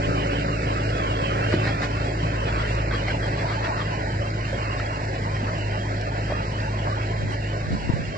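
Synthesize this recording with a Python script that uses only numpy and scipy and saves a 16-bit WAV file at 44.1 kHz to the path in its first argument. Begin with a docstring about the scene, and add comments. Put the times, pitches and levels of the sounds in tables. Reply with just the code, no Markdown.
"""A diesel road train pulls loaded steel trailers slowly along a dirt road, passing close by.
Its exhaust drones and chugs, and its engine clatters ahead on the right, the gear hum fading as it
draws away. The trailers rumble and many tyres grind over grit. Bumps make loose steel rattle and
clank in bursts, couplings thump and stones tick. Gusts buffet the microphones, mostly near the end."""
import sys
import numpy as np
from scipy import signal
from scipy.fft import rfft, irfft, next_fast_len
from scipy.io import wavfile
from scipy.ndimage import map_coordinates

SR = 44100
rng = np.random.default_rng(int(sys.argv[2]) if len(sys.argv) > 2 else 0)


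def dump_mix(stems):
    """Bounce the given channels to the path in sys.argv[1] as a 16-bit WAV at rate SR."""
    frames = np.atleast_2d(stems).T  # one column per channel
    limited = np.clip(frames, -1, 1)  # hard clip at full scale
    pcm = np.round(limited * 32767).astype(np.int16)
    wavfile.write(sys.argv[1], SR, pcm)


N = 360507
TIME = np.arange(N) / SR
TRACTOR_LAG_S, TRAILER_LAG_S = 0.00047, 0.000398  # how much later the left microphone hears each


def from_db(db):
    """Turn decibels into a gain."""
    return 10 ** (np.asarray(db) / 20)


def left_gain(db):
    """Stereo gains that change only the left side."""
    return from_db([[db], [0]])


def unit_power(x):
    """Scale a signal to an average power of 1."""
    return x / np.sqrt(np.mean(x ** 2) + 1e-20)


def over_time(rows):
    """Join (seconds, value) points into a value for every sample."""
    return np.interp(TIME, *np.transpose(rows))


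def at_hz(rows, hz):
    """Read between (Hz, value) points, with octaves evenly spaced."""
    pitches, values = np.transpose(rows)
    return np.interp(np.log(hz), np.log(pitches), values)


def drift(rate):
    """A smooth random wobble of size about 1 that changes roughly rate times a second."""
    pole = np.exp(-80 * np.pi * rate / SR)
    slow = signal.lfilter([1], [1, -2 * pole, pole * pole], rng.standard_normal(N // 40 + 2002))[2000:]
    return np.interp(np.arange(N) / 40, np.arange(len(slow)), unit_power(slow))


def swell(s, half_s):
    """A smooth rise and fall of height 1 around time s."""
    return np.exp(-.5 * np.minimum(((TIME - s) / half_s) ** 2, 100))


def add(out, s, sound):
    """Mix a short sound in at time s."""
    place = out[..., max(int(s * SR), 0):][..., :sound.shape[-1]]
    place += sound[..., :place.shape[-1]]


def ping(hz, ring_s):
    """A struck note that fades by 60 dB in ring_s seconds."""
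    age = TIME[:int(np.clip(ring_s, .005, .3) * SR)]
    return np.sin(2 * np.pi * hz * age) * np.exp(-np.log(1000) * age / ring_s)


def ping_at(s, hz, ring_s):
    """A silent track with one ping at time s."""
    out = np.zeros(N)
    add(out, s, ping(hz, ring_s))
    return out


# Sound that arrives without scattering. Each row: frequency in Hz, share from 0 to 1.
DIRECT_SHARE = [(100, 1), (250, 1), (600, 0.71), (950, 1), (1300, 1), (2000, 0.78), (4000, 0.47),
                (8000, 0.5)]
# Sound bends round to the left microphone. Each row: frequency in Hz, extra delay in milliseconds.
BEND_DELAY = [(300, 0.0041), (600, 0.042), (950, 0.044), (1200, 0.0021), (1650, 0.063), (2100, 0.029),
              (3000, 0.03), (6000, 0)]
# The left microphone is shaded from the truck. Each row: frequency in Hz, gain in dB.
LEFT_SHADE = [(150, 1.5), (500, -1.5), (1000, -0.5), (1600, -1.1), (2500, -7.5), (4700, -5), (8000, -5.5)]


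def stereo_noise(spectrum, lag_s, beside):
    """Noise from ahead (reaching the left late), from straight beside, and scattered all around."""
    size = next_fast_len(N)
    hz = np.maximum(np.arange(size // 2 + 1) * SR / size, 1)
    ahead, near, left, right = rfft(rng.standard_normal((4, size)))
    late = ahead * np.exp(-2j * np.pi * hz * (lag_s + at_hz(BEND_DELAY, hz) / 1000))
    straight = np.sqrt(1 - beside) * np.array([late, ahead]) + np.sqrt(beside) * near
    direct = at_hz(DIRECT_SHARE, hz)
    both = np.sqrt(direct) * straight + np.sqrt(1 - direct) * np.array([left, right])
    shade = from_db(at_hz(LEFT_SHADE, hz) * np.array([[1], [0]]))
    return unit_power(irfft(both * shade * from_db(at_hz(spectrum, hz)), size)[:, :N])


def tone(turns, multiple, flutter_db, wander):
    """A multiple of the engine's drone note, unsteady in strength and phase."""
    strength = np.sqrt(2) * from_db(flutter_db * drift(8.5))
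    return strength * np.sin(2 * np.pi * multiple * turns + wander * drift(3.6))


# Engine speed, heard as the lowest strong note. Each row: time in seconds, pitch in Hz.
DRONE_PITCH = [(0, 53.61), (1.1, 53.95), (1.65, 53.38), (2.1, 53.98), (2.9, 54.24), (3.3, 53.52),
               (3.65, 54.07), (3.9, 52.92), (4.25, 53.26), (5.0, 52.72), (5.4, 51.84), (5.8, 52.43),
               (6.6, 52.94), (7.5, 53.34), (8.17, 52.25)]


def engine_turns():
    """Count the drone's cycles so far, to keep all engine sounds in step."""
    return np.cumsum(over_time(DRONE_PITCH)) / SR


# The drone and the firing note an octave above it. Each row: time in seconds, level in dB.
DRONE_LEVEL = [(0, -31), (1.0, -32), (1.7, -36), (2.75, -28), (3.6, -37), (4.2, -35), (5.7, -36.5),
               (6.2, -34), (7.7, -35), (8.17, -47)]
FIRING_LEVEL = [(0, -31), (1.35, -30), (1.63, -26), (1.85, -30.5), (3.4, -30), (3.8, -32), (4.15, -29.5),
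                (5.05, -32), (5.35, -28), (6.5, -31), (6.8, -28), (7.6, -30), (7.8, -35.5), (8.17, -37.5)]
# Unequal cylinders and the fan. Each row: multiple of the drone note, dB relative to the firing note.
WEAK_NOTES = [(0.499, -28), (1.5, -17.5), (2.5, -23), (2.667, -22.5), (3, -16.5), (3.5, -22.5), (4, -21),
              (5, -28.5), (6, -22), (7, -27.5)]


def exhaust(turns):
    """The exhaust sounds two clean, strong notes; uneven firing adds rough, weaker ones."""
    drone = from_db(over_time(DRONE_LEVEL)) * tone(turns, 1, flutter_db=0.7, wander=0.089)
    firing = tone(turns, 2, flutter_db=0.26, wander=0.12)
    uneven = sum(from_db(db) * tone(turns, k, flutter_db=4.5, wander=1.38) for k, db in WEAK_NOTES)
    return drone + from_db(over_time(FIRING_LEVEL)) * (firing + uneven)


# The exhaust pipe's own notes. Each row: pitch in Hz, relative level in dB, ring time in seconds.
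PIPE_NOTES = [(127, 3, .07), (154, 0.5, 0.071), (228, -9.5, 0.033), (344, -3.5, .04)]


def chug(turns, level_db=-37, fade_db_per_s=1.0, pattern=.5, rough=.7, silencer_hz=414):
    """Some firings puff harder into the pipe than others: a pattern of four, and no two alike."""
    firings = np.flatnonzero(np.diff(np.floor(2 * turns)))
    puffs = np.zeros(N)
    puffs[firings] = pattern * np.cos(np.pi * np.arange(len(firings)) / 2)
    puffs[firings] += rough * rng.standard_normal(len(firings))
    pipe = sum(from_db(db) * signal.oaconvolve(puffs, np.diff(ping(hz, ring_s), prepend=0) / hz)[:N]
               for hz, db, ring_s in PIPE_NOTES)
    muffled = signal.sosfilt(signal.butter(2, silencer_hz, fs=SR, output="sos"), pipe)
    return from_db(level_db - fade_db_per_s * TIME) * unit_power(muffled)


# The gear hum's strength. Each row: time in seconds, level in dB.
HUM_LEVEL = [(0, -33), (1.0, -39), (2.05, -37.5), (2.35, -45.5), (3.6, -47.5), (5, -46), (8.17, -48.5)]
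# Its notes. Each row: multiple of the drone note, relative level in dB.
HUM_NOTES = [(3, -8.5), (4.98, -13.5), (5.37, -1.5), (6.92, -9), (8.5, -14), (10.4, -6.5), (10.76, -7)]


def gears(turns):
    """The gears hum in step with the engine and fade as the tractor draws away."""
    notes = sum(from_db(db) * tone(turns, k, flutter_db=2.4, wander=0.2) for k, db in HUM_NOTES)
    hum = from_db(over_time(HUM_LEVEL)) * notes
    return np.array([np.interp(TIME - TRACTOR_LAG_S, TIME, hum), hum])


# Engine clatter as the tractor draws away. Each row: time in seconds, level in dB.
BLOCK_LEVEL = [(0, -30), (.9, -30), (2.6, -34.5), (3.6, -41), (4.5, -39.5), (6, -47.5), (8.17, -43.5)]
# The engine block and its covers. Each row: frequency in Hz, relative level in dB.
BLOCK_SPECTRUM = [(110, -13.5), (165, 0), (235, -14), (340, 0), (470, 3.5), (590, 6.5), (760, -4),
                  (950, -3.5), (1350, -2), (1900, -7.5), (2300, -8), (2750, -8), (3200, -19), (5000, -34),
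                  (8600, -37)]


def engine_block(turns, depth=0.12, uneven_db=2.0):
    """Burning fuel knocks the block in time with the crank, every other knock stronger."""
    strength = from_db(over_time(BLOCK_LEVEL) + uneven_db * drift(1.2))
    beat = 1 + depth * np.cos(2 * np.pi * turns) * (1 + .5 * np.cos(np.pi * turns))
    return strength * beat * stereo_noise(BLOCK_SPECTRUM, TRACTOR_LAG_S, beside=0.0011)


# The trailers' low rumble. Each row: frequency in Hz, relative level in dB.
RUMBLE_SPECTRUM = [(15, -39.5), (26, -33), (40, -6.5), (70, -1), (100, 3.5), (140, 4.5), (175, -2.5),
                   (230, -5), (350, -5.5), (480, -8), (800, -53.5)]


def rumble(level_db=-32.5, fade_db_per_s=0.54, sway_db=0.9):
    """Trailer bodies rumble, sinking as the front of the train draws away."""
    strength = from_db(level_db - fade_db_per_s * TIME + sway_db * drift(5.0))
    return strength * stereo_noise(RUMBLE_SPECTRUM, lag_s=0.00007, beside=0.67)


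# Axle groups rolling past. Each row: time when nearest in seconds, tyre roar in dB.
AXLE_PASSES = [(1.701, -50.5), (3.401, -33.5), (5.199, -36.5), (6.9, -36.5)]
# The tyres' roar. Each row: frequency in Hz, relative level in dB.
ROAR_SPECTRUM = [(200, -12), (370, -5.5), (480, -5), (580, 1.5), (730, -3), (900, -17.5), (1250, -8.5),
                 (1900, -13.5), (4000, -52.5)]
# Narrow, wavering bands of noise. Each row: centre in Hz, dB relative to the passing axles' roar.
FLUTTER_BANDS = [(880, -10), (1030, -13.5), (1550, -13.5), (1950, -14), (2750, -19)]


def wheels(steady_db=-40, half_power_s=0.81, lurch_db=1.57, flutter_db=3.5):
    """Tyres roar louder as each axle group passes; narrow bands of noise waver above the roar."""
    axles = np.sqrt(sum(from_db(db) ** 2 / (1 + ((TIME - s) / half_power_s) ** 2)
                        for s, db in AXLE_PASSES))
    strength = np.hypot(from_db(steady_db), axles) * from_db(lurch_db * drift(13))
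    roar = strength * stereo_noise(ROAR_SPECTRUM, TRAILER_LAG_S, beside=0.0088)
    flutter = 0
    for hz, db in FLUTTER_BANDS:
        peak = [(hz / 1.5, -50), (hz / 1.12, -9), (hz, 0), (hz * 1.12, -9), (hz * 1.5, -50)]
        band = stereo_noise(peak, TRAILER_LAG_S, beside=0.13)
        flutter += from_db(db + flutter_db * drift(11.4)) * band
    return roar + axles * flutter


# The hiss of grit. Each row: frequency in Hz, relative level in dB.
GRIT_SPECTRUM = [(900, -27), (1350, -5.5), (1750, 3), (2100, 2), (2350, -0.5), (2750, -3.5), (3300, -18.5),
                 (4000, -5), (4900, -7), (6000, -12), (7200, -12.5), (8600, -26.5)]


def grit(level_db=-38.5, fade_db_per_s=0.32, crunch_db=0.77):
    """Grit hisses and crunches under the tyres, slowly fading."""
    strength = from_db(level_db - fade_db_per_s * TIME + crunch_db * drift(33))
    return strength * stereo_noise(GRIT_SPECTRUM, TRAILER_LAG_S, beside=0.15)


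# Gentle shaking between the bumps. Each row: time in seconds, level in dB.
SHAKE_LEVEL = [(0, -58), (1.3, -51), (2.6, -43.5), (3.7, -36.5), (5, -36.5), (6.3, -36.5), (8.17, -41)]
# How strongly chains and latches of each size ring. Each row: pitch in Hz, gain in dB.
LINK_SPECTRUM = [(760, -7.5), (950, -0.5), (1250, -3), (1600, -4), (2050, -3), (2500, -8), (3200, -19),
                 (4600, -2.5)]


def chinks(bumps, count=1500, bump_db=-14.0, spread_db=5.5, cycles=85, scatter_db=3, lag_s=0.00035):
    """Links and latches touch at random, each at its own pitch, harder when shaken more."""
    strength = from_db(bump_db) * bumps + from_db(over_time(SHAKE_LEVEL))
    low_hz, high_hz = LINK_SPECTRUM[0][0], LINK_SPECTRUM[-1][0]
    out = np.zeros((2, N))
    for when, height in rng.random((count, 2)):
        force, pan = np.clip(rng.standard_normal(2), -1.5, 1.5)
        hz = low_hz * (high_hz / low_hz) ** height
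        at = int(when * N)
        sound = strength[at] * from_db(at_hz(LINK_SPECTRUM, hz) + spread_db * force) * ping(hz, cycles / hz)
        add(out[0], at / SR + lag_s, sound * from_db(scatter_db * pan / 2))
        add(out[1], at / SR, sound * from_db(-scatter_db * pan / 2))
    return out * left_gain(-3)


# How deeply the noise flickers. Each row: frequency in Hz, swing size in dB.
FLICKER_DEPTH = [(500, 0), (800, 4), (1100, 11.5), (1600, 2.5), (2200, 3.5), (2800, 11.5), (3300, 21),
                 (3900, 3.8), (8000, 4.7)]


def flicker(sound, width_hz=95, hold_s=.045, ceiling=0.89):
    """Narrow strips of the noise's middle and treble flicker, each fading and returning on its own."""
    hz, s, cells = signal.stft(sound, SR, nperseg=1024)
    grid = np.meshgrid(hz / width_hz, s / hold_s, indexing="ij")
    swing = map_coordinates(rng.standard_normal((256, 512)), grid, order=1, mode="wrap")
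    gain = from_db(at_hz(FLICKER_DEPTH, np.maximum(hz, 1))[:, None] * np.minimum(swing, ceiling))
    return signal.istft(cells * gain, SR)[1][..., :N]


def knocks(per_s=9, level_db=-30.0, spread_db=3.0, low_hz=350, high_hz=950, cycles=16):
    """Springs and panels knock softly at random, harder where the chains chink more."""
    wait, height, softness = rng.random((200, 3)).T
    times = np.cumsum(-np.log(1 - wait)) / per_s
    pitches = low_hz * (high_hz / low_hz) ** height
    shaking_db = np.interp(times, *np.transpose(SHAKE_LEVEL))
    levels_db = level_db + shaking_db - shaking_db.max() - spread_db * (2 * softness - 1)
    out = sum(from_db(db) * ping_at(s, hz, cycles / hz)
              for s, hz, db in zip(times, pitches, levels_db) if s < TIME[-1])
    return np.array([np.interp(TIME - TRAILER_LAG_S, TIME, out), out])


# Gusts of wind. Each row: middle in seconds, level in dB, half length in seconds.
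WIND_GUSTS = [(0.082, -31, 0.018), (5.62, -46, 0.073), (7.25, -35, 0.062), (7.712, -27, 0.037),
              (7.948, -30.5, 0.11)]
# Swirls of air hitting a microphone. Each row: start in seconds, level in dB, pitch in Hz,
# ring time in seconds, left minus right in dB.
EDDIES = [(7.729, -23.5, 203, 0.094, -19), (7.75, -22, 200, 0.026, -24), (7.893, -14, 258, 0.032, 12),
          (7.899, -10, 184, 0.023, 16.5), (7.937, -17.5, 136.9, 0.041, -23),
          (7.991, -22.5, 199, 0.043, -15), (8.029, -24, 198, 0.027, -4)]


def wind(breeze_db=-67, band_hz=(38, 210), lumps_db=3):
    """Gusts make a low, lumpy rumble, separate at each microphone, with a few hard eddies."""
    strength = from_db(breeze_db) + sum(from_db(db) * swell(s, half_s) for s, db, half_s in WIND_GUSTS)
    band = signal.butter(3, band_hz, "band", fs=SR, output="sos")
    air = unit_power(signal.sosfilt(band, rng.standard_normal((2, N))))
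    lumps = from_db(lumps_db * np.array([drift(27), drift(25)]))
    eddies = sum(from_db(db + pan * np.array([[.5], [-.5]])) * ping_at(s, hz, ring_s)
                 for s, db, hz, ring_s, pan in EDDIES)
    return strength * lumps * air + eddies


# Bumps in the road. Each row: middle in seconds, dull and bright strengths in dB, half length in seconds.
BUMPS = [(0.763, -40, -49, 0.024), (1.533, -27.5, -42.5, 0.019), (1.671, -25.5, -46, 0.033),
         (1.838, -25.5, -36, 0.018), (1.988, -35.5, -56, 0.028), (2.488, -33.5, -54, 0.019),
         (2.626, -31, -61, 0.047), (2.943, -28, -48, 0.021), (3.095, -29, -46, 0.026),
         (3.255, -33.5, -45.5, 0.027), (3.392, -33.5, -46, 0.025), (3.514, -28.5, -56, 0.03),
         (3.662, -29, -44, .024), (3.799, -31, -44, 0.023), (4.507, -57, -48.5, .024),
         (4.807, -36, -62, 0.034), (4.92, -44, -51, 0.022), (5.494, -36, -67, 0.025),
         (6.307, -35.5, -63, 0.028), (7.328, -56, -41, 0.02)]


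def bump_shaking():
    """How hard the bumps shake loose steel over time: one curve dull, one bright."""
    dull = sum(from_db(db) * swell(s, half_s) for s, db, _, half_s in BUMPS)
    bright = sum(from_db(db) * swell(s, half_s) for s, _, db, half_s in BUMPS)
    return dull, bright


# Loose steel's dull clank and bright jingle. Each row: frequency in Hz, relative level in dB.
CLANK_SPECTRUM = [(300, -8), (600, -3.5), (1000, 0), (1400, 0), (1650, 2.5), (1900, 3), (2300, -1),
                  (3000, -13.5), (4300, -4), (8600, -36)]
JINGLE_SPECTRUM = [(1200, -20), (2000, 4), (3000, -3.5), (4300, -0.5), (5000, -5.5), (6000, -7),
                   (7300, -11.5), (8600, -17.5)]


def rattles(dull, bright, grain_db=2.0, clank_db=-5.5):
    """Shaken steel makes so many small contacts that they blur into bursts of noise."""
    grain = unit_power(from_db(grain_db * drift(130)))
    clank = dull * grain * stereo_noise(CLANK_SPECTRUM, TRAILER_LAG_S, beside=0.44)
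    jingle = bright * stereo_noise(JINGLE_SPECTRUM, TRAILER_LAG_S, beside=0.56)
    return from_db(clank_db) * left_gain(3) * clank + jingle


# A trailer's steel body. Each row: typical pitch in Hz, relative level in dB, ring time in seconds.
WALL_NOTES = [(559, 0.5, 0.14), (693, -2.5, 0.16), (854, -4, .1), (1014, -4, 0.077), (1195, -4.5, .09),
              (1406, -2, 0.09), (1541, -1.5, 0.078), (1725, 2, 0.048), (1907, 1.5, .11), (2080, -8, .1)]


def trailer_walls(level_db=-5.0, octaves=.25, detune=.055, uneven_db=0.5, jolts=4):
    """Each bump jolts a different wall a few times in quick succession and leaves it ringing."""
    out = np.zeros((2, N))
    for s, bump_db, _, half_s in BUMPS:
        pitches = np.array(WALL_NOTES)[:, 0] * 2 ** (octaves * rng.uniform(-0.992, 1))
        pitches *= 1 + detune * rng.standard_normal(len(pitches))
        for jolt_s in s + half_s * rng.uniform(-1, .5, jolts):
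            for hz, (_, db, ring_s) in zip(pitches, WALL_NOTES):
                gain = from_db(level_db + bump_db + db + uneven_db * rng.standard_normal((2, 1)))
                add(out, jolt_s, gain * ping(hz, ring_s))
    return out / np.sqrt(jolts)


# Hard blows of steel on steel. Each row: start in seconds, strength in dB, pitch in Hz.
BLOWS = [(1.528, -17, 1230), (1.598, -23, 2510), (1.651, -20, 1870), (1.833, -22, 1010), (1.971, -25, 2070),
         (2.545, -19, 1700), (2.911, -10.5, 1440), (2.928, -14, 1580), (3.027, -29, 1700),
         (3.082, -11, 1950), (3.118, -17.5, 1740), (3.444, -20, 970), (3.484, -22, 1550),
         (3.644, -15, 2070), (3.659, -16, 1780), (4.508, -21, 2470), (4.797, -12, 1452),
         (5.365, -14.5, 1960), (6.324, -27, 1499), (6.744, -29, 2850)]
# A struck fitting. Each row: multiple of its pitch, relative level in dB, ring time in seconds.
FITTING_NOTES = [(.37, -14, 0.032), (.63, -14.5, .03), (.86, -9, .025), (1, -2, 0.024), (1.19, -12, .025),
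                 (1.47, -13.5, 0.026), (2.2, -13, 0.013), (2.6, -13, 0.013)]


def clanks(detune=0.046, uneven_db=2.5, contact_s=.0012):
    """Each blow rings a fitting of its own size beside the microphones, a little differently at each."""
    out = np.zeros((2, N))
    for s, blow_db, pitch_hz in BLOWS:
        for multiple, db, ring_s in FITTING_NOTES:
            hz = pitch_hz * multiple * (1 + detune * rng.standard_normal())
            sound = ping(hz, ring_s) * rng.choice([-1, 1]) / 2
            sound *= 1 - np.exp(-TIME[:len(sound)] / contact_s)  # soften the start
            add(out, s, sound * from_db(blow_db + db - uneven_db * rng.standard_normal((2, 1))))
    return out * left_gain(-1)


# Heavy knocks. Each row: start in seconds, level in dB, pitch in Hz, ring time in seconds.
COUPLING_HITS = [(1.5398, -14, 240, 0.018), (1.5396, -9, 327, 0.033), (1.564, -23, 324, 0.11),
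                 (2.136, -26, 315, 0.052), (2.634, -24.5, 576, 0.088), (3.443, -23.5, 654, .05),
                 (4.529, -21.5, 550, 0.063), (4.909, -27, 625, .05), (5.429, -18, 227, 0.05),
                 (5.505, -29, 638, .05), (6.301, -21, 555, 0.045), (6.309, -27, 710, .03),
                 (6.3222, -13.5, 617, 0.023), (6.741, -27, 648, 0.05)]


def couplings():
    """Couplings and springs take up slack with thumps that die quickly."""
    return sum(from_db(db) * ping_at(s, hz, ring_s) for s, db, hz, ring_s in COUPLING_HITS)


# Stones flicked against steel. Each row: start in seconds, level in dB, pitch in Hz.
STONE_HITS = [(2.751, -21.5, 5100), (6.013, -19, 4130), (7.32, -41, 4264)]


def stones(ring_s=0.0026, upper_ratio=1.22):
    """A stone rings two close notes of a steel plate for an instant."""
    ticks = sum(from_db(db) * (ping_at(s, hz, ring_s) + ping_at(s, hz * upper_ratio, ring_s)) / 2
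                for s, db, hz in STONE_HITS)
    return ticks * left_gain(-4)


def scene():
    """Engine, tyres, trailers and wind together, in stereo."""
    turns = engine_turns()
    dull, bright = bump_shaking()
    engine = exhaust(turns) + chug(turns) + gears(turns)
    rolling = rumble() + wheels() + grit()
    clatter = flicker(engine_block(turns) + rolling + chinks(dull) + rattles(dull, bright))
    return engine + clatter + knocks() + wind() + trailer_walls() + clanks() + couplings() + stones()


# Narrow dips in the treble. Each row: frequency in Hz, width in Hz.
TREBLE_DIPS = [(3520, 185), (6520, 460)]


def record(dry, cutoff_hz=8700):
    """The treble has two narrow dips, and the very top is cut steeply."""
    for hz, width_hz in TREBLE_DIPS:
        dry = signal.lfilter(*signal.iirnotch(hz, hz / width_hz, fs=SR), dry)
    return signal.sosfilt(signal.ellip(12, .2, 80, cutoff_hz, fs=SR, output="sos"), dry)


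dry = scene()
out = record(dry)
dump_mix(out)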